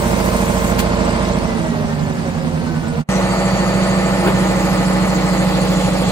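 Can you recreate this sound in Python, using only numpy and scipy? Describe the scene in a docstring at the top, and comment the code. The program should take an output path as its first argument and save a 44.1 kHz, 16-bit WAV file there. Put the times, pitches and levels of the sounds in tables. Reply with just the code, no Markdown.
"""A big diesel water truck works its cannon. Its exhaust drones at harmonics of the engine cycle,
combustion roars, and gear tones howl through the resonances of their case. Heard from the deck, the jet
hisses as it tears into drops, stops and spits air; the spray falls and thins to a dribble while the
engine winds down. After a brief break the truck is heard from the ground at full speed, clattering and
whistling; the valve opens, the pump takes load, slugs of water burst out and the jet starts again."""
import sys
import numpy as np
from scipy import signal
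from scipy.fft import rfft, irfft
from scipy.io import wavfile
from scipy.ndimage import uniform_filter1d

SR = 44100
rng = np.random.default_rng(int(sys.argv[2]) if len(sys.argv) > 2 else 0)


def wav_record(signal):
    """Record a signal, one row per channel, as 16-bit PCM in the file named by sys.argv[1]."""
    frames = np.transpose(np.atleast_2d(signal))
    bounded = np.clip(frames, -1, 1)
    # unit amplitude maps onto the largest positive 16-bit level
    quanta = np.round(bounded * 32767).astype(np.int16)
    wavfile.write(sys.argv[1], SR, quanta)


N = 269451
TIME, BINS = np.arange(N) / SR, np.fft.rfftfreq(N, 1 / SR)

# engine tones, mostly exhaust harmonics, with gear whines at 42 and 77: (multiple of the cycle rate, relative
# level on deck [dB], on the ground [dB])
ENGINE_TONES = [(4, -23.3, -29.5), (5, -35.5, -38), (6, -30.5, -40), (7, -38.5, -44), (8, -33.5, -48),
                (9, -40, -35), (10, -36.5, -40), (11, -34.5, -42), (12, -27.5, -27.3), (13, -29, -30),
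                (14, -22, -18.9), (15, -38, -39), (16, -36, -39), (17, -32, -42), (18, -34.5, -46),
                (20, -39.5, -50), (21, -45, -38), (25, -39.5, -50), (40, -38, -48), (42, -34, -37),
                (77, -34, -55)]
# spectrum of the roar as the engine winds down: (frequency [Hz], relative density [dB])
COASTING_SPECTRUM = [(25, -22), (55, -4), (120, -9), (155, 12), (200, -7), (235, 5), (300, -9.5), (620, -7),
                     (950, -10.5), (1300, -15.5), (1750, -17.5), (2800, -24.5), (5000, -45), (12000, -46.5)]
# stereo balance at each place: (frequency [Hz], left minus right [dB])
DECK_BALANCE = [(60, -5), (150, -4), (380, -7.5), (950, -2), (2380, 0), (5980, -1), (15000, 1)]
GROUND_BALANCE = [(60, -4.5), (150, -3.5), (380, 0), (950, 0.5), (2380, -1.5), (5980, -2), (15000, 1.5)]
# stereo coherence at each place: lead of the left side [s], then (frequency [Hz], correlation [0-1])
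DECK_COHERENCE = (-.00023, [(60, 1), (260, 0.34), (500, 0.049), (1000, 0.87), (2000, 0.5), (4000, 0.26),
                  (9000, 0.023)])
GROUND_COHERENCE = (0.00013, [(60, .97), (260, 0.65), (500, 0.55), (1000, 0.93), (2000, 0.74), (4000, 0.21),
                    (8000, 0.51), (15000, 0.024)])
# the listener turns from the engine toward the jet: (time [s], share of the turn [0-1])
TURN_TO_JET = [(5.25, 0.12), (5.85, 0.57)]
DECK, GROUND = (DECK_COHERENCE, DECK_BALANCE), (GROUND_COHERENCE, GROUND_BALANCE)
THROTTLE_OFF_S, PUMP_LOAD_S = 1.31, 4.25
CYLINDERS = 12


def gain_of(db):
    """Amplitude ratio: a factor of ten for every 20 dB."""
    return 10 ** (np.asarray(db) / 20)


def unit_rms(x):
    """Normalisation to a mean power of 1."""
    return x / np.sqrt(np.mean(x ** 2) + 1e-20)


def curve(rows):
    """Linear interpolation of a time table at every sample."""
    return np.interp(TIME, *np.transpose(rows))


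def at_frequency(rows, hz):
    """Interpolation of a spectrum table on a logarithmic frequency axis."""
    row_hz, value = np.transpose(rows)
    return np.interp(np.log(hz + 1), np.log(row_hz + 1), value)


def settle(start_s, time_s):
    """First-order relaxation from 0 to 1 with time constant time_s."""
    return 1 - np.exp(-np.maximum(TIME - start_s, 0) / time_s)


def bursts(rows):
    """Envelope of transients with exponential rise and decay."""
    return sum(gain_of(db) * np.exp(-abs(TIME - peak_s) / np.where(TIME < peak_s, rise_s, decay_s))
               for peak_s, db, rise_s, decay_s in rows)


def drift(hz):
    """Random fluctuation of rms 1: noise low-passed at hz."""
    return unit_rms(irfft(rfft(rng.standard_normal(N)) / (1 + (BINS / hz) ** 4), N))


def pan(balance, hz):
    """Constant-power panning: left and right gains at each frequency."""
    pair = gain_of(np.array([.5, -.5])[:, None] * at_frequency(balance, np.atleast_1d(hz)))
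    return pair / np.sqrt(np.mean(pair ** 2, 0))


def coloured(white_pair, spectrum, place, band_hz=(0, SR)):
    """Spectral shaping to about rms 1 within the band; mid-side mixing sets the stereo coherence."""
    (lead_s, coherence), balance = place
    first, second = rfft(white_pair)
    correlation = np.clip(at_frequency(coherence, BINS), -.99, .99)
    mid, side = first * np.sqrt((1 + correlation) / 2), second * np.sqrt((1 - correlation) / 2)
    colour = gain_of(at_frequency(spectrum, BINS))
    colour /= np.sqrt(np.mean(colour ** 2 * (BINS > band_hz[0]) * (BINS < band_hz[1])))
    delay = np.exp(-2j * np.pi * BINS * lead_s)
    return irfft(np.array([mid + side, (mid - side) * delay]) * colour * pan(balance, BINS), N)


def crank(cycle_hz, hunting=.0006):
    """Phase as the integral of speed, in four-stroke cycles; the governor lets the speed hunt slightly."""
    return np.cumsum(cycle_hz * (1 + hunting * drift(5.5))) / SR


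def tones(multiples, levels_db, cycles, balance, lead_s, waver, waver_hz, in_step=()):
    """Partials phase-locked to the crank; moving air modulates their amplitude and phase."""
    out, mean_cycle_hz = np.zeros((2, N)), (cycles[-1] - cycles[0]) * SR / N
    wobble = drift(waver_hz) + 1j * drift(waver_hz)
    for multiple, db in zip(multiples, levels_db):
        hz = multiple * mean_cycle_hz
        depth = waver * np.sqrt(hz / 500)  # short waves are disturbed more
        amplitude = gain_of(db) / np.sqrt(.5 + depth ** 2)
        start = rng.random() * (multiple not in in_step)  # harmonics in step add up to a chug
        modulation = 1 + depth * np.roll(wobble, rng.integers(N))
        partial = amplitude * np.exp(2j * np.pi * (multiple * cycles + start)) * modulation
        stereo = pan(balance, hz)[:, 0] * np.exp(1j * np.pi * hz * lead_s * np.array([1, -1]))
        out += (stereo[:, None] * partial).real
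    return out


def deck_exhaust(cycles, cycle_hz, release):
    """Periodic firing makes a harmonic series, which slides through the pipe's resonances as it slows."""
    # resonant response of the exhaust pipe: (frequency [Hz], relative level [dB])
    pipe_response = [(42, -35), (60, -48), (82, -29), (134, -61), (151, -25), (168, -30), (185, -46),
                     (208, -44), (230, -25), (260, -44)]
    multiples, levels_db, _ = np.transpose(ENGINE_TONES)
    pulling = tones(multiples, levels_db, cycles, DECK_BALANCE,
                    lead_s=-.0001, waver=.13, waver_hz=4, in_step=(12, 14, 16))
    harmonics = np.arange(4, 27)
    sliding_db = (at_frequency(pipe_response, multiple * cycle_hz) for multiple in harmonics)
    coasting = tones(harmonics, sliding_db, cycles, DECK_BALANCE,
                     lead_s=-.0001, waver=.15, waver_hz=4, in_step=range(12, 18))
    return gain_of(-1) * pulling * (1 - release) + gain_of(-2.9) * coasting * settle(THROTTLE_OFF_S, .15)


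def combustion(cycles, repeating_share, unevenness, size=4096):
    """Cyclostationary noise: unequal cylinders pulse a mix of a repeating pattern and fresh gas noise."""
    phase = cycles % 1
    pattern = signal.resample(rng.standard_normal((2, size)), 4 * size, axis=1)
    repeating = np.sqrt(repeating_share) * pattern[:, (phase * 4 * size).astype(int)]
    strength = np.exp(unevenness * rng.standard_normal(CYLINDERS))[(phase * CYLINDERS).astype(int)]
    puffs = strength * (1 + unevenness * np.cos(2 * np.pi * CYLINDERS * cycles))
    fresh = np.sqrt(1 - repeating_share) * rng.standard_normal((2, N))
    return unit_rms(puffs * (repeating + fresh))


def deck_roar(cycles, release, working_db=-21, coasting_db=-29.5):
    """Source and filter: combustion noise changes colour and weakens as the throttle eases off."""
    # spectrum of the roar under load: (frequency [Hz], relative density [dB])
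    working_spectrum = [(25, -13), (50, -4), (125, -4), (170, 2.5), (235, 4.5), (300, -1.5), (430, -2),
                        (630, 4), (750, -5.5), (860, -1), (1600, -10), (2400, -14), (5000, -32.5),
                        (12000, -53)]
    drive = combustion(cycles, repeating_share=.44, unevenness=.17)
    working = coloured(drive, working_spectrum, DECK, band_hz=(400, 2500))
    coasting = coloured(drive, COASTING_SPECTRUM, DECK, band_hz=(400, 2500))
    level_db = working_db + (coasting_db - working_db) * settle(1.19, .58)
    return gain_of(level_db) * (working * (1 - release) + coasting * release)


def gear_case_db(hz, floor_db=-14):
    """Modal response of the gear case: its resonances add in power above a floor."""
    # modes of the case: (frequency [Hz], width [Hz], peak gain [dB])
    modes = [(112, 19, 1.5), (158, 16, -23), (216, 44, -1), (270, 18, -5), (331.3, 12, 0),
             (365.2, 11.3, 3.5), (410, 6.1, 2), (452, 21, 2.5), (533.6, 7.1, 0.5), (616, 66, 0),
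             (1467, 52, -1.5), (1780, 41, -5), (2040, 150, -8)]
    power = sum(gain_of(db) ** 2 / (1 + ((hz - mode_hz) / width) ** 2) ** 2 for mode_hz, width, db in modes)
    return 10 * np.log10(gain_of(floor_db) ** 2 + power)


def gear_howl(cycles, cycle_hz, release, backlash_cycles=.0009):
    """Resonance swells each gear tone in turn as it slows; unloaded, backlash lets the teeth rattle."""
    # gear tones: (multiple of the cycle rate, relative level under load [dB], change when coasting [dB])
    gears = [(8.65, -31, -1), (16.8, -27, -7), (17.3, -36, 6), (23.6, -33, -4), (25.95, -32, 1),
             (33.6, -29.5, -2), (34.6, -41, 5), (43.25, -34.5, -6), (46, -43, 0), (49.5, -44, 5),
             (50.4, -36, 5), (51.4, -44, 7), (52.4, -44, 4), (154, -37, 2), (184.3, -42, 2)]
    shake = drift(hz=16)
    levels_db = []
    for multiple, db, change_db in gears:
        shake_db = 3.5 * (np.roll(shake, rng.integers(N)) - .4)
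        levels_db.append(db + gear_case_db(multiple * cycle_hz) + release * (change_db + shake_db))
    rattling = cycles + backlash_cycles * release * drift(hz=22)
    return tones([row[0] for row in gears], levels_db, rattling, DECK_BALANCE,
                 lead_s=-.0001, waver=.15 + .3 * release, waver_hz=9)


def deck_engine(full_hz=13.685, cut_s=1.37, drop_hz=.75, coast_hz_per_s=2.3):
    """Frictional run-down: with the throttle cut, the speed drops quickly, then falls at a steady rate."""
    cycle_hz = full_hz - drop_hz * settle(cut_s, .3) - coast_hz_per_s * np.maximum(TIME - cut_s, 0)
    cycles, release = crank(cycle_hz), settle(THROTTLE_OFF_S, .24)
    return (deck_exhaust(cycles, cycle_hz, release) + deck_roar(cycles, release)
            + gain_of(-1.1) * gear_howl(cycles, cycle_hz, release))


def droplets(per_s, spread_db, drop_gain, flutter_db, size=256):
    """Shot noise of separate drops in a white hiss of mist, fluttering in patches of time and frequency."""
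    sizes = gain_of(spread_db * np.minimum(rng.exponential(1, (2, N)), 4))
    drops = unit_rms(sizes * rng.standard_normal((2, N)) * (rng.random((2, N)) < per_s / SR))
    mist = rng.standard_normal((2, N))
    hz, _, bands = signal.stft(mist + drop_gain * drops, SR, nperseg=size)
    patches = uniform_filter1d(rng.standard_normal(bands.shape[1:]), 5, axis=0)
    patches = unit_rms(uniform_filter1d(patches, 10, axis=1))
    depth_db = flutter_db + 3 * np.minimum(hz / 9000, 1)[:, None] ** 2  # the finest spray is most fitful
    return unit_rms(signal.istft(bands * gain_of(depth_db * patches), nperseg=size)[1][:, :N])


def deck_jet(level_db=-31, shut_s=.7):
    """Jet break-up: water tearing into drops hisses until the valve shuts."""
    # spectrum of the jet close by: (frequency [Hz], relative density [dB])
    jet_spectrum = [(500, -18), (2000, 1), (4500, -12), (6000, -4), (8200, -1.5), (10500, -8.5),
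                    (15500, -10)]
    hiss = droplets(per_s=1700, spread_db=3, drop_gain=.81, flutter_db=1)
    return gain_of(level_db) * (1 - settle(shut_s, .056)) * coloured(hiss, jet_spectrum, DECK)


def splatter(per_s, spread_db, top_hz, pitches=16, size=256):
    """Random impacts: each blob of water slaps the deck with a damped oscillation, left or right."""
    out = np.zeros((2, N))
    for hz in np.geomspace(1500, top_hz, pitches):
        periods = hz * np.arange(size) / SR
        slap = periods * np.exp(-periods / 9.3) * np.sin(2 * np.pi * periods)
        hits = rng.random((2, N)) < per_s / pitches / SR
        strengths = gain_of(spread_db * np.minimum(rng.exponential(1, (2, N)), 3))
        out += signal.oaconvolve(hits * strengths, slap[None], axes=1)[:, :N]
    return unit_rms(out)


def falling_spray(spray_db=-33.5, dribble_db=-40):
    """Impact noise: spray keeps landing after the jet stops, slops briefly and thins to a dribble."""
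    # spectrum of the landing spray: (frequency [Hz], relative density [dB])
    spray_spectrum = [(500, -25), (2500, 6), (4500, 11), (6200, 6.5), (8300, 6), (11000, -8.5),
                      (15500, -13)]
    patter = coloured(droplets(per_s=930, spread_db=2.6, drop_gain=.18, flutter_db=1), spray_spectrum, DECK)
    slaps = gain_of(-8.5) * splatter(per_s=350, spread_db=7, top_hz=10940)
    slop_envelope = gain_of(-39) * settle(.85, .05) * (1 - settle(1.3, .2))
    slops = slop_envelope * splatter(per_s=130, spread_db=4, top_hz=4800)
    level_db = spray_db + (dribble_db - spray_db) * settle(1.31, .51)
    return gain_of(level_db) * (patter + slaps) + slops


def nozzle_spits():
    """Sudden expansion: pockets of air burst from the nozzle as the valve shuts."""
    # air pockets: (time [s], peak level [dB], rise [s], decay [s])
    pockets = [(.783, -28, .002, .05), (.792, -17, .002, .006), (.802, -21, .002, .007)]
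    # spectrum of a spit: (frequency [Hz], relative density [dB])
    spit_spectrum = [(300, -10), (2000, 7), (4000, 3.5), (5500, 2), (8000, 3), (10500, -2), (15500, -4)]
    hiss = droplets(per_s=2200, spread_db=4.9, drop_gain=.29, flutter_db=.32)
    return bursts(pockets) * coloured(hiss, spit_spectrum, DECK)


def ground_exhaust(cycles, load, load_db=1):
    """Harmonics of the firing drone; neighbours in phase beat together, chugging once a cycle."""
    multiples, _, levels_db = np.transpose(ENGINE_TONES)
    loaded_db = (db + load_db * (load - .5) for db in levels_db)
    return tones(multiples, loaded_db, cycles, GROUND_BALANCE,
                 lead_s=.00025, waver=.15, waver_hz=4, in_step=(12, 13, 14))


def pump_whine(cycles, load):
    """Rotational tones of pump, fan and gears cross-fade from their dry to their loaded amplitudes."""
    # tones: (multiple of the cycle rate, level running dry [dB], change under load [dB])
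    partials = [(8.65, -31, -5), (23.6, -55, 25), (24, -52, 18), (25.95, -30.5, -10), (40, -39, 3),
                (41, -37, 1), (43.25, -39, 1), (48.72, -32, -20), (51, -37, -3), (63, -41, 2),
                (69, -42, -3), (80, -50, 11), (87, -40, -5), (96, -40, -6), (154, -52, 6)]
    amplitudes = (gain_of(db) * (1 - load + gain_of(change_db) * load) for _, db, change_db in partials)
    levels_db = (20 * np.log10(amplitude + 1e-6) for amplitude in amplitudes)
    return tones([row[0] for row in partials], levels_db, cycles, GROUND_BALANCE,
                 lead_s=.0002, waver=.28, waver_hz=9)


def ground_roar(cycles):
    """Source and filter: combustion noise as it sounds beside the truck."""
    # spectrum of the roar: (frequency [Hz], relative density [dB])
    roar_spectrum = [(25, -22), (55, -17), (130, -3), (200, -1.5), (270, -3), (400, -7), (540, 1),
                     (730, -7.5), (830, -2), (980, -15.5), (1100, -8.5), (1600, -17), (2800, -20.5),
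                     (6000, -47), (13000, -42.5)]
    drive = combustion(cycles, repeating_share=.41, unevenness=.077)
    return coloured(drive, roar_spectrum, GROUND, band_hz=(400, 2500))


def valve_clatter(cycles):
    """Nearly periodic excitation makes the valve gear clatter in narrow bands."""
    # spectrum of the clatter: (frequency [Hz], relative density [dB])
    clatter_spectrum = [(300, -55), (950, 7), (1100, 6.5), (1330, 4), (1500, 5), (1660, -12.5), (1800, 13),
                        (1870, -24), (1940, 8), (2200, -1.5), (2450, -0.5), (2800, -53), (6000, -46)]
    return coloured(combustion(cycles, repeating_share=.8, unevenness=.3), clatter_spectrum, GROUND)


def diesel_knock(cycles, decay_s=.002, spread_db=5):
    """Impulse excitation: each firing rings the block's modes, some cylinders much harder than others."""
    # modes of the engine block: (frequency [Hz], bandwidth [Hz], relative level [dB])
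    modes = [(568, 43, -9.5), (950, 24, -4), (1263, 31, 2), (1776, 29, -12), (1913, 25, -2.5)]
    firing = np.floor(cycles * CYLINDERS).astype(int)
    strengths = gain_of(spread_db * rng.standard_normal(CYLINDERS))
    strikes = np.diff(firing, prepend=firing[0]) * strengths[firing % CYLINDERS]
    blows = signal.lfilter([1], [1, -np.exp(-1 / (decay_s * SR))], strikes) * rng.standard_normal((2, N))
    ringing = (gain_of(db) * unit_rms(signal.lfilter(*signal.iirpeak(hz, hz / width, fs=SR), blows))
               for hz, width, db in modes)
    return unit_rms(sum(ringing))


def air_hiss(level_db=-29.5):
    """Flow noise: air hisses steadily, with one puff before the valve opens."""
    # spectra of the hiss and of the puff: (frequency [Hz], relative density [dB])
    air_spectrum = [(1200, 0), (2600, 8.5), (3500, 3.5), (4400, 9.5), (5700, 0), (6200, 1.5), (6950, 9),
                    (7600, 1.5), (8200, 5), (8600, -4.5), (10500, -2), (13000, -16), (15500, -38)]
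    puff_spectrum = [(1500, -26), (4500, -7), (6000, 19), (9000, -13), (15000, -19)]
    # the puff: (time [s], peak level [dB], rise [s], decay [s])
    puffs = [(3.165, -30.5, .1, .025)]
    hiss = droplets(per_s=1800, spread_db=2.3, drop_gain=.17, flutter_db=1)
    steady = gain_of(level_db) * coloured(hiss, air_spectrum, GROUND)
    return steady + bursts(puffs) * coloured(hiss[::-1], puff_spectrum, GROUND)


def whistles(cycles, load, edge_s=.06, dry_jitter_hz=6, loaded_jitter_hz=15):
    """Thin tones geared to the crank come and go; random modulation roughens them more under load."""
    # whistles: (multiple of the cycle rate, start [s], end [s], level [dB], slope [dB/s])
    spans = [(336.2, 3.25, 4.15, -38, -5), (336.2, 4.1, 4.38, -49, 0), (315.3, 3.3, 4, -52, 0),
             (315.3, 4.91, 5.34, -43.5, -5), (336.2, 4.5, 5.3, -50, 0), (336, 5.28, 6.2, -42, -8),
             (307, 4.68, 4.9, -48, 0), (307, 5.28, 6.2, -47, 0), (357, 4.9, 5.8, -52, 0)]
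    jitter_hz = (dry_jitter_hz + (loaded_jitter_hz - dry_jitter_hz) * load) * drift(hz=70)
    phase = np.cumsum(jitter_hz) / SR - np.array([[0], [.18]])  # the right side lags
    flutter_db = (.8 + 1.7 * load) * drift(hz=14)
    out = np.zeros((2, N))
    for multiple, start_s, end_s, db, slope in spans:
        gate = np.clip(np.minimum(TIME - start_s, end_s - TIME) / edge_s, 0, 1)
        envelope = gate * gain_of(db + slope * (TIME - start_s) + flutter_db)
        out += envelope * np.sin(2 * np.pi * (multiple * cycles + phase))
    return np.sqrt(2) * out


def ground_engine(full_hz=13.52, sag_hz=.3, chug_s=3.165, dry_throb=.07, loaded_throb=.19):
    """Mechanical loading: as the pump takes up water, the speed sags and the throb deepens."""
    cycles = crank(full_hz - sag_hz * settle(PUMP_LOAD_S, .5))
    cycles -= np.interp(chug_s, TIME, cycles)  # one chug falls at chug_s
    load, turned = settle(PUMP_LOAD_S, .11), curve(TURN_TO_JET)
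    exhaust = ground_exhaust(cycles, load)
    whine = gain_of(-9 * turned) * pump_whine(cycles, load)
    roar = gain_of(-22) * ground_roar(cycles)
    metal = gain_of(-26.5) * valve_clatter(cycles) + gain_of(-30.5) * diesel_knock(cycles)
    depth = dry_throb + (loaded_throb - dry_throb) * load
    throb = 1 + depth * np.cos(2 * np.pi * (cycles - .35))  # peaks .35 cycle after each chug
    throbbing = throb * (roar + gain_of(-14 * turned) * metal)
    return exhaust + whine + throbbing + air_hiss() + whistles(cycles, load)


def ground_jet(open_s=3.8):
    """Jet break-up high above: hiss grows, slugs burst out, and the nozzle rings as one turns to it."""
    # slugs of water: (time [s], peak level [dB], rise [s], decay [s])
    slugs = [(4.278, -13.5, 0.02, 0.026), (4.41, -26.5, 0.032, 0.088)]
    # spectra of the slugs, the distant jet and the nozzle's ring: (frequency [Hz], relative density [dB])
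    slug_spectrum = [(80, -13), (250, 0), (370, 12), (600, -5), (800, 2.5), (1800, -7), (3400, -15),
                     (6000, -32), (15000, -27)]
    jet_spectrum = [(1000, -26), (2900, -19), (3400, 14), (3900, 3), (4100, 17), (4280, -1), (4450, 10),
                    (4700, 17), (5200, 13), (7000, -28), (10500, 8.5), (15500, 1)]
    ring_spectrum = [(2500, -28), (3100, -8), (3400, 3.5), (3750, -3), (4070, 0), (4300, -15), (5500, -9),
                     (8000, -22), (15000, -35)]
    slug_noise = droplets(per_s=600, spread_db=2, drop_gain=.62, flutter_db=1.7)
    jet_noise = droplets(per_s=1200, spread_db=3.4, drop_gain=.27, flutter_db=3.2)
    ring_noise = droplets(per_s=1200, spread_db=3.5, drop_gain=.3, flutter_db=3.4)
    turned = curve(TURN_TO_JET)
    jet = gain_of(-40.5 - 2 * turned) * settle(open_s, .52) * coloured(jet_noise, jet_spectrum, GROUND)
    ring = gain_of(-29) * turned * coloured(ring_noise, ring_spectrum, GROUND)
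    return jet + bursts(slugs) * coloured(slug_noise, slug_spectrum, GROUND) + ring


def scene():
    """Superposition of the sources on deck, then on the ground; a faint steady rush fills the break."""
    # fades of the two places: (time [s], gain [0-1])
    deck_fade = [(0, 1), (3.005, 1), (3.025, .25), (3.042, 0)]
    ground_fade = [(3.07, 0), (3.088, .03), (3.09, 1)]
    rush = gain_of(-54) * coloured(rng.standard_normal((2, N)), COASTING_SPECTRUM, DECK)
    on_deck = deck_engine() + deck_jet() + falling_spray() + nozzle_spits()
    on_ground = ground_engine() + ground_jet()
    return on_deck * curve(deck_fade) + on_ground * curve(ground_fade) + rush


def record(dry, ceiling=.9, cutoff_hz=15800):
    """Soft saturation rounds off the highest peaks; a low-pass filter then limits the band."""
    rounded = dry / (1 + (dry / ceiling) ** 6) ** (1 / 6)
    low_pass = signal.firwin(511, cutoff_hz, window=("kaiser", 9), fs=SR)
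    return signal.oaconvolve(rounded, low_pass[None], "same")


dry = scene()
out = record(dry)
wav_record(out)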